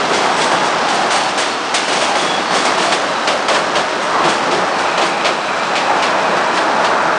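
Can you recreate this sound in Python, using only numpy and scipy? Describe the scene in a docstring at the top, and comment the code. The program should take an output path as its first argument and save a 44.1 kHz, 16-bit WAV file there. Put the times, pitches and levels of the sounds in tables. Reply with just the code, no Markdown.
"""First comes the roar of a subway train on a steel bridge, heard from a walkway a few metres away.
Rough wheels shake rail and deck (filtered noise); at rail joints they clash, thud and rattle (noise bursts
and short sine chords). Flanges scrape in swells of noise, and now and then a wheel sings (narrow resonance).
Rail and girders groan on a moving resonance; near the end a low drone and a faint drive whine appear."""
import sys
import numpy as np
from scipy import signal
from scipy.fft import rfft, irfft, next_fast_len
from scipy.io import wavfile
from scipy.ndimage import uniform_filter1d

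SR = 44100
rng = np.random.default_rng(int(sys.argv[2]) if len(sys.argv) > 2 else 0)


def to_wav(s):
    """Save 16-bit WAV."""
    ch = np.atleast_2d(s).T  # columns
    pcm = np.round(np.clip(ch, -1, 1) * 32767)  # PCM
    wavfile.write(sys.argv[1], SR, pcm.astype(np.int16))


N = 316631
T = np.arange(N) / SR
FFT_SIZE = next_fast_len(N, real=True)
HZ = np.maximum(np.arange(FFT_SIZE // 2 + 1) * SR / FFT_SIZE, 1)

# rumble, hiss and sizzle start a steady extra fade at this moment
PASS_S = 1.05
RUMBLE_FADE_DB_PER_S, HISS_FADE_DB_PER_S, SIZZLE_FADE_DB_PER_S = 0.3, 0.77, 2
# the two axles of a bogie (a wheel frame under the car) reach the same spot one after the other
AXLE_GAP_S = 0.271

# swell of the rolling wheels as each pair of bogies comes by: (time [s], base level [dB])
ROLLING_LEVEL = [(0, -20), (.25, -19), (1.1, -19.5), (1.62, -23), (1.85, -23.5), (2.05, -21), (2.35, -21.5),
                 (2.65, -19.5), (3.15, -21), (3.65, -20), (3.92, -21.5), (4.22, -19), (4.9, -20.5),
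                 (5.45, -22), (5.95, -18.5), (7.18, -18)]
MEAN_ROLL_DB = -20.5


def rolling():
    """Rough wheel and rail make the rail roar, the deck rumble and the contact hiss."""
    base_db, = curves(ROLLING_LEVEL)
    swell_db = base_db - MEAN_ROLL_DB
    return rail_roar(base_db) + deck_rumble(swell_db) + contact_hiss(swell_db)


# tone of the shaken rail: (frequency [Hz], relative level [dB per Hz])
RAIL_TONE = [(300, -28.5), (480, -7.5), (620, -1), (800, -2.5), (1000, -1.5), (1300, -3.5), (1650, -6.5),
             (2100, -13), (3200, -35.5)]


def rail_roar(base_db):
    """Thousands of tiny collisions a second shake the rail, which colours them into a roar."""
    roar = colour(impacts(rate=9000, spread_db=0.5), RAIL_TONE)
    return roar * undb(base_db + 2.5 + 0.53 * walk(35))


def deck_rumble(swell_db):
    """The deck rumbles under the wheels and follows most of their swell."""
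    level_db = MEAN_ROLL_DB - 5 + 0.9 * swell_db
    level_db = level_db - RUMBLE_FADE_DB_PER_S * since_pass(T)
    return deck_noise() * undb(level_db + 0.6 * walk(14))


# tone of the contact between wheel and rail: (frequency [Hz], relative level [dB per Hz])
CONTACT_TONE = [(1200, -24), (2000, 1), (2700, 4.5), (4200, 0), (5500, -2.5), (7200, -10), (8400, -13),
                (10000, -21)]


def contact_hiss(swell_db):
    """Fine collisions hiss at the contact, with a faint ring of the wheels mixed in."""
    level_db = MEAN_ROLL_DB - 4 + 0.5 * swell_db
    level_db = level_db - HISS_FADE_DB_PER_S * since_pass(T)
    contact = colour(impacts(rate=14000, spread_db=5.0), CONTACT_TONE)
    contact = contact + undb(-24.5) * wheel_ringing()
    return contact * undb(level_db + 0.5 * walk(25))


# tone of the shaken deck: (frequency [Hz], relative level [dB per Hz])
DECK_TONE = [(25, -29), (55, -27), (78, -19), (125, -13), (175, -3), (250, -1), (345, 1.5), (460, -0.5),
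             (650, -9), (1200, -39.5)]


def deck_noise():
    """Random shaking, coloured by the body of the deck."""
    return colour(rng.standard_normal(N), DECK_TONE)


# tones of the clashing steel, the sizzling tread and the thudding deck:
# (frequency [Hz], relative level [dB per Hz])
CLASH_TONE = [(600, -4), (1300, -10), (2000, 3.5), (3000, 3), (4400, -0.5), (6000, -8.5), (8000, -15),
              (10000, -31)]
SIZZLE_TONE = [(2500, -19), (4500, -0.5), (6500, 1.5), (7600, -2.5), (8400, -1), (10000, -8)]
THUD_TONE = [(90, -30), (180, -17), (330, -8), (480, 1.5), (680, 4.5), (1100, 1), (1700, -9), (3000, -22.5)]
# low resonances of the hollow deck: (frequency [Hz], width [Hz], relative level [dB])
HOLLOW_MODES = [(175, 62, -3), (347, 105, 1.5)]


def joints():
    """A wheel drops on the next rail: deck thuds and booms, steel rings, tread sizzles, running gear rattles."""
    clash, sizzle, thud, boom, ringing = 0, 0, 0, 0, 0
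    for s, clash_db, thud_db, boom_db, t60 in axle_hits():
        rattle_power = strike(s, t60, rise=0.0032, hold=0.0086) ** 2
        # the first bite of steel on steel, 3 dB under the clash
        crack = undb(-3) * strike(s, t60=0.035, rise=0.0007, hold=0.0024)
        sizzle_db = clash_db - 5.5 - SIZZLE_FADE_DB_PER_S * since_pass(s)
        deck_t60 = 0.74 * t60
        thud_shape = strike(s, deck_t60, rise=0.0014, hold=0.029)
        boom_shape = strike(s, deck_t60, rise=0.015, hold=0.041)
        # overlapping blows add in power
        clash = clash + undb(clash_db) ** 2 * (rattle_power + crack ** 2)
        sizzle = sizzle + undb(sizzle_db) ** 2 * rattle_power
        thud = thud + (undb(thud_db) * thud_shape) ** 2
        boom = boom + (undb(boom_db) * boom_shape) ** 2
        ringing = ringing + clang(s, clash_db - 5, t60)
    steel = colour(impacts(rate=9000, spread_db=2.5), CLASH_TONE) * undb(1.0 * walk(90) - 0.56)
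    tread = colour(impacts(rate=16000, spread_db=-1.0), SIZZLE_TONE) * undb(2.1 * walk(70))
    tread = tread + undb(-10) * wheel_ringing()
    deck = colour(impacts(rate=5000, spread_db=1.5), THUD_TONE)
    hollow = ring(deck_noise(), HOLLOW_MODES)
    metal = np.sqrt(clash) * steel + ringing + np.sqrt(sizzle) * tread
    return metal + np.sqrt(thud) * deck + np.sqrt(boom) * hollow


# bogies crossing rail joints; base levels, with the rattle's time to fall by 60 dB:
# (time of first axle [s], first clash [dB], second clash [dB], thud [dB], boom [dB], rattle t60 [s])
BOGIE_HITS = [(.092, -30, -26, -24, -23.5, 0.9), (.244, -27, -25, -18, -27, .3),
              (.885, -24, -27, -28, -37, 1), (1.104, -19, -18.5, -22, -36, 0.62),
              (1.741, -15.5, -20, -24, -40, 0.53), (1.881, -21.5, -22.5, -19.5, -27, 0.99),
              (2.506, -24.5, -21, -18, -22, 0.62), (2.650, -17, -16.5, -17.5, -35, 0.2),
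              (3.273, -16.5, -20, -16.5, -35, 0.35), (3.482, -18.5, -18.5, -14.5, -27, .43),
              (4.239, -21, -22.5, -19.5, -19, 0.63), (4.975, -20.5, -15, -16, -29, 0.31),
              (5.012, -19, -36, -19, -24, .4), (5.752, -18, -17.5, -25, -30, 0.36),
              (6.095, -33, -23, -30, -34, .13), (6.572, -22, -21, -22, -37, .3)]


def axle_hits():
    """Each bogie strikes twice: (time [s], clash [dB], thud [dB], boom [dB], rattle t60 [s])."""
    for s, first_db, second_db, thud_db, boom_db, t60 in BOGIE_HITS:
        yield s, first_db, thud_db, boom_db, t60
        # the trailing axle shakes the deck a little less
        yield s + AXLE_GAP_S, second_db, thud_db - 1.5, boom_db - 1.5, t60


def clang(s, db, t60, count=60, low_hz=1200, high_hz=5500):
    """Each blow wakes its own crowd of steel modes in wheel, rail and frame."""
    age = np.arange(int(0.3 * SR)) / SR
    place, phase, size = rng.random((3, count, 1))
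    hz = low_hz * (high_hz / low_hz) ** place
    # higher modes are weaker
    strength = size * (low_hz / hz) ** 0.6
    modes = np.sum(strength * np.sin(2 * np.pi * (hz * age + phase)), axis=0)
    sound = unit(modes) * undb(db - 60 * age / t60)
    return np.pad(sound, (max(int(s * SR), 0), N))[:N]


# tone of the grinding flange: (frequency [Hz], relative level [dB per Hz])
SCRAPE_TONE = [(900, -13.5), (2000, 0.5), (3300, -2), (5000, -4), (6700, -6.5), (7600, -9), (8400, -12.5),
               (10000, -17)]
# bogies rubbing their flanges on the rail; the levels set the pressure:
# (time of first peak [s], first axle [dB], second axle [dB], time to fall by 60 dB [s])
FLANGE_RUBS = [(.15, -20, -20.5, 0.68), (.66, -24, -36, 0.36), (1.935, -19.5, -24.5, 0.94),
               (2.552, -19, -22, 1), (3.54, -24, -40, .4), (4.03, -27.5, -19.5, 0.43),
               (4.80, -26, -24, 0.26), (6.56, -25.5, -33, 0.36)]


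def flanges():
    """Flanges grind along the rail in swells, one for each axle; the wheel rings with each rub."""
    power = 0
    for s, first_db, second_db, t60 in FLANGE_RUBS:
        first = undb(first_db) * blow(s, rise=0.02, t60=t60)
        second = undb(second_db) * blow(s + AXLE_GAP_S, rise=0.02, t60=t60)
        power = power + first ** 2 + second ** 2
    pressure = np.sqrt(power)
    grind = colour(impacts(rate=11000, spread_db=6.0), SCRAPE_TONE)
    return pressure * (undb(-1.0) * grind + undb(-9.0) * wheel_ringing())


# resonances of a rubbed wheel: (frequency [Hz], width [Hz], relative level [dB])
WHEEL_MODES = [(2900, 50, -10), (3350, 56, 11.5), (3750, 53, -8), (4450, 46, 8), (5590, 160, 6.5),
               (7200, 60, -4), (7900, 35, -10), (7870, 44, -13), (8350, 50, 5.5)]


def wheel_ringing():
    """Noise shakes a steel wheel, which rings at its own pitches."""
    return ring(rng.standard_normal(N), WHEEL_MODES)


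# single wheel modes singing: (time of peak [s], half length [s], frequency [Hz], level [dB])
WHEEL_SQUEALS = [(.42, .064, 8020, -34), (1.17, 0.042, 8560, -33), (1.23, 0.071, 4440, -30.5),
                 (1.44, 0.056, 8360, -40), (1.54, 0.058, 4370, -32), (1.76, 0.027, 6750, -31.5),
                 (2.3, 0.11, 3370, -26), (2.48, .08, 4440, -34), (2.93, .08, 3430, -33),
                 (3.16, .08, 3940, -33.5), (4.76, .06, 4400, -37)]


def squeals():
    """A rubbed wheel sings on one of its modes for a moment."""
    return swells(WHEEL_SQUEALS, width_hz=75, steadiness=0.29)


# wheels on rough stretches of rail: (time of peak [s], half length [s], frequency [Hz], level [dB])
ROUGH_STRETCHES = [(4.2, 0.11, 1067, -16.5), (7.08, 0.34, 1300, -21)]


def rasps():
    """Wheels rasp over rough rail: broad, unsteady resonances swell and fade."""
    return swells(ROUGH_STRETCHES, width_hz=620, steadiness=0.13)


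# groan of rail and girders, which shifts as the wheels move along the span:
# (time [s], base centre [Hz], base level [dB])
GROAN_PATH = [(0, 778, -31), (.3, 775, -22), (.8, 816.4, -22.5), (1.1, 742, -20), (1.55, 770, -32),
              (2.0, 818, -25.5), (2.35, 785.6, -27.5), (2.7, 736, -24.5), (3.3, 601.6, -27),
              (3.95, 552.4, -33.5), (4.3, 803, -28.5), (4.8, 818, -24.5), (5.45, 800, -35),
              (5.85, 816, -22), (6.35, 850, -25.5), (7.18, 885, -26.5)]


def girders():
    """Rail and girders groan under the wheels; uneven rail shifts the pitch and makes it surge."""
    centre_hz, level_db = curves(GROAN_PATH)
    centre_hz = centre_hz + 32 * walk(11)
    level_db = level_db + 2.15 * walk(13)
    return undb(level_db) * resonance(centre_hz, width_hz=150, steadiness=0.18)


def drone():
    """A low, wavering drone grows behind the departing train, then holds its level."""
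    start_s, rise_s, level_db = 5.6, 0.5, -27
    growth = np.clip((T - start_s) / rise_s, 0, 1)
    return undb(level_db) * growth * resonance(644, width_hz=45, steadiness=0.22)


# pitches of the drive whine: (frequency [Hz], width [Hz], relative level [dB])
DRIVE_MODES = [(2353, 35, -1.5), (2507, 26, 0), (2650, 43, -7), (3910, 53, -6), (7580, 50, -16.5)]
# loudness of the whine: (time [s], level [dB])
WHINE_LEVEL = [(0, -61), (4.5, -46), (4.82, -29), (5.6, -29.5), (6.05, -30), (7.18, -36)]


def drive():
    """Thin whine of motors and gears behind the last car: noise through narrow resonances."""
    level_db, = curves(WHINE_LEVEL)
    return ring(rng.standard_normal(N), DRIVE_MODES) * undb(level_db)


def undb(db):
    """Turn decibels into gain."""
    return 10 ** (np.asarray(db) / 20)


def unit(x):
    """Scale to rms (average strength) 1."""
    return x / np.sqrt(np.mean(x ** 2))


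def curves(table):
    """Draw each column of a timed table as a curve, with straight lines between its points."""
    s, *columns = np.transpose(table)
    return [np.interp(T, s, column) for column in columns]


def since_pass(s):
    """Seconds for which the extra fade has been running."""
    return np.maximum(s - PASS_S, 0)


def walk(rate):
    """Random levels, rate per second, smoothed twice and scaled to rms 1."""
    k = max(int(SR / rate), 1)
    steps = rng.standard_normal(N)[np.arange(N) // k]
    return unit(uniform_filter1d(uniform_filter1d(steps, k), k))


def impacts(rate, spread_db):
    """Dense tiny collisions of steel on steel, of unequal size; rms 1."""
    happens = rng.random(N) < rate / SR
    size = undb(spread_db * np.minimum(rng.exponential(size=N), 3))
    return unit(happens * size * np.sign(rng.standard_normal(N)))


def colour(x, spectrum):
    """Pass x through a body with the given broad spectrum; rms 1."""
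    hz, db = np.transpose(spectrum)
    slope_db = np.interp(np.log(HZ), np.log(hz), db)
    # beyond both ends of the table the sound falls away
    outside = np.minimum(HZ / hz[0], 1) * np.minimum(hz[-1] / HZ, 1)
    return unit(irfft(rfft(x, FFT_SIZE) * undb(slope_db) * outside ** 2, FFT_SIZE)[:N])


def ring(x, modes):
    """Pass x through a set of resonances; rms 1."""
    response = 0
    for hz, width, db in modes:
        detuning = (HZ / hz - hz / HZ) * hz / width
        response = response + undb(db) / np.sqrt(width) / (1 + 1j * detuning)
    return unit(irfft(rfft(x, FFT_SIZE) * response, FFT_SIZE)[:N])


def blow(s, rise, t60):
    """Envelope that swells to its peak at s and then dies away, by 60 dB in t60 seconds."""
    age = T - s
    before, after = np.minimum(age, 0), np.maximum(age, 0)
    return np.exp(-(before / rise) ** 2 - np.log(1000) * after / t60)


def strike(s, t60, rise, hold):
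    """Envelope of a blow at s: a quick rise, a short bounce at full strength, then a decay."""
    live = slice(*np.searchsorted(T, [s, s + hold + t60]))
    age, out = T[live] - s, np.zeros(N)
    decay = np.exp(-np.log(1000) * np.maximum(age - hold, 0) / t60)
    out[live] = np.minimum(age / rise, 1) * decay
    return out


def resonance(hz, width_hz, steadiness):
    """A narrow resonance of rms 1, fixed or moving; steadiness 1 sustains itself, 0 is driven by roughness."""
    # slow random amplitude and phase, made at 2048 points a second; width_hz sets their speed
    offset_hz = np.fft.fftfreq(16384, 1 / 2048)
    push = rng.standard_normal((len(offset_hz), 2)) @ [1, 1j]
    motion = np.fft.ifft(push / (1 + (offset_hz / (width_hz / 2)) ** 2))
    # steadiness evens out the amplitude
    motion = motion / np.abs(motion) ** steadiness
    motion = np.interp(T, np.arange(16384) / 2048, motion)
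    cycles = np.cumsum(hz * np.ones(N)) / SR
    return unit(np.real(motion * np.exp(2j * np.pi * cycles)))


def swells(table, width_hz, steadiness):
    """Resonances that swell and fade, one for each row."""
    total = 0
    for s, half_s, hz, db in table:
        shape = np.exp(-((T - s) / half_s) ** 2)
        total = total + undb(db) * shape * resonance(hz, width_hz, steadiness)
    return total


def scene():
    """The whole train, in mono."""
    train = rolling() + joints() + flanges() + squeals() + rasps()
    return (train + girders() + drone() + drive())[None]


def record(dry):
    """A small camera rounds the highest peaks and cuts the top steeply above 10050 Hz."""
    rounded = dry / (1 + dry ** 6) ** (1 / 6)
    low_pass = signal.ellip(12, 0.1, 80, 10050, fs=SR, output="sos")
    return signal.sosfilt(low_pass, rounded)


dry = scene()
out = record(dry)
to_wav(out)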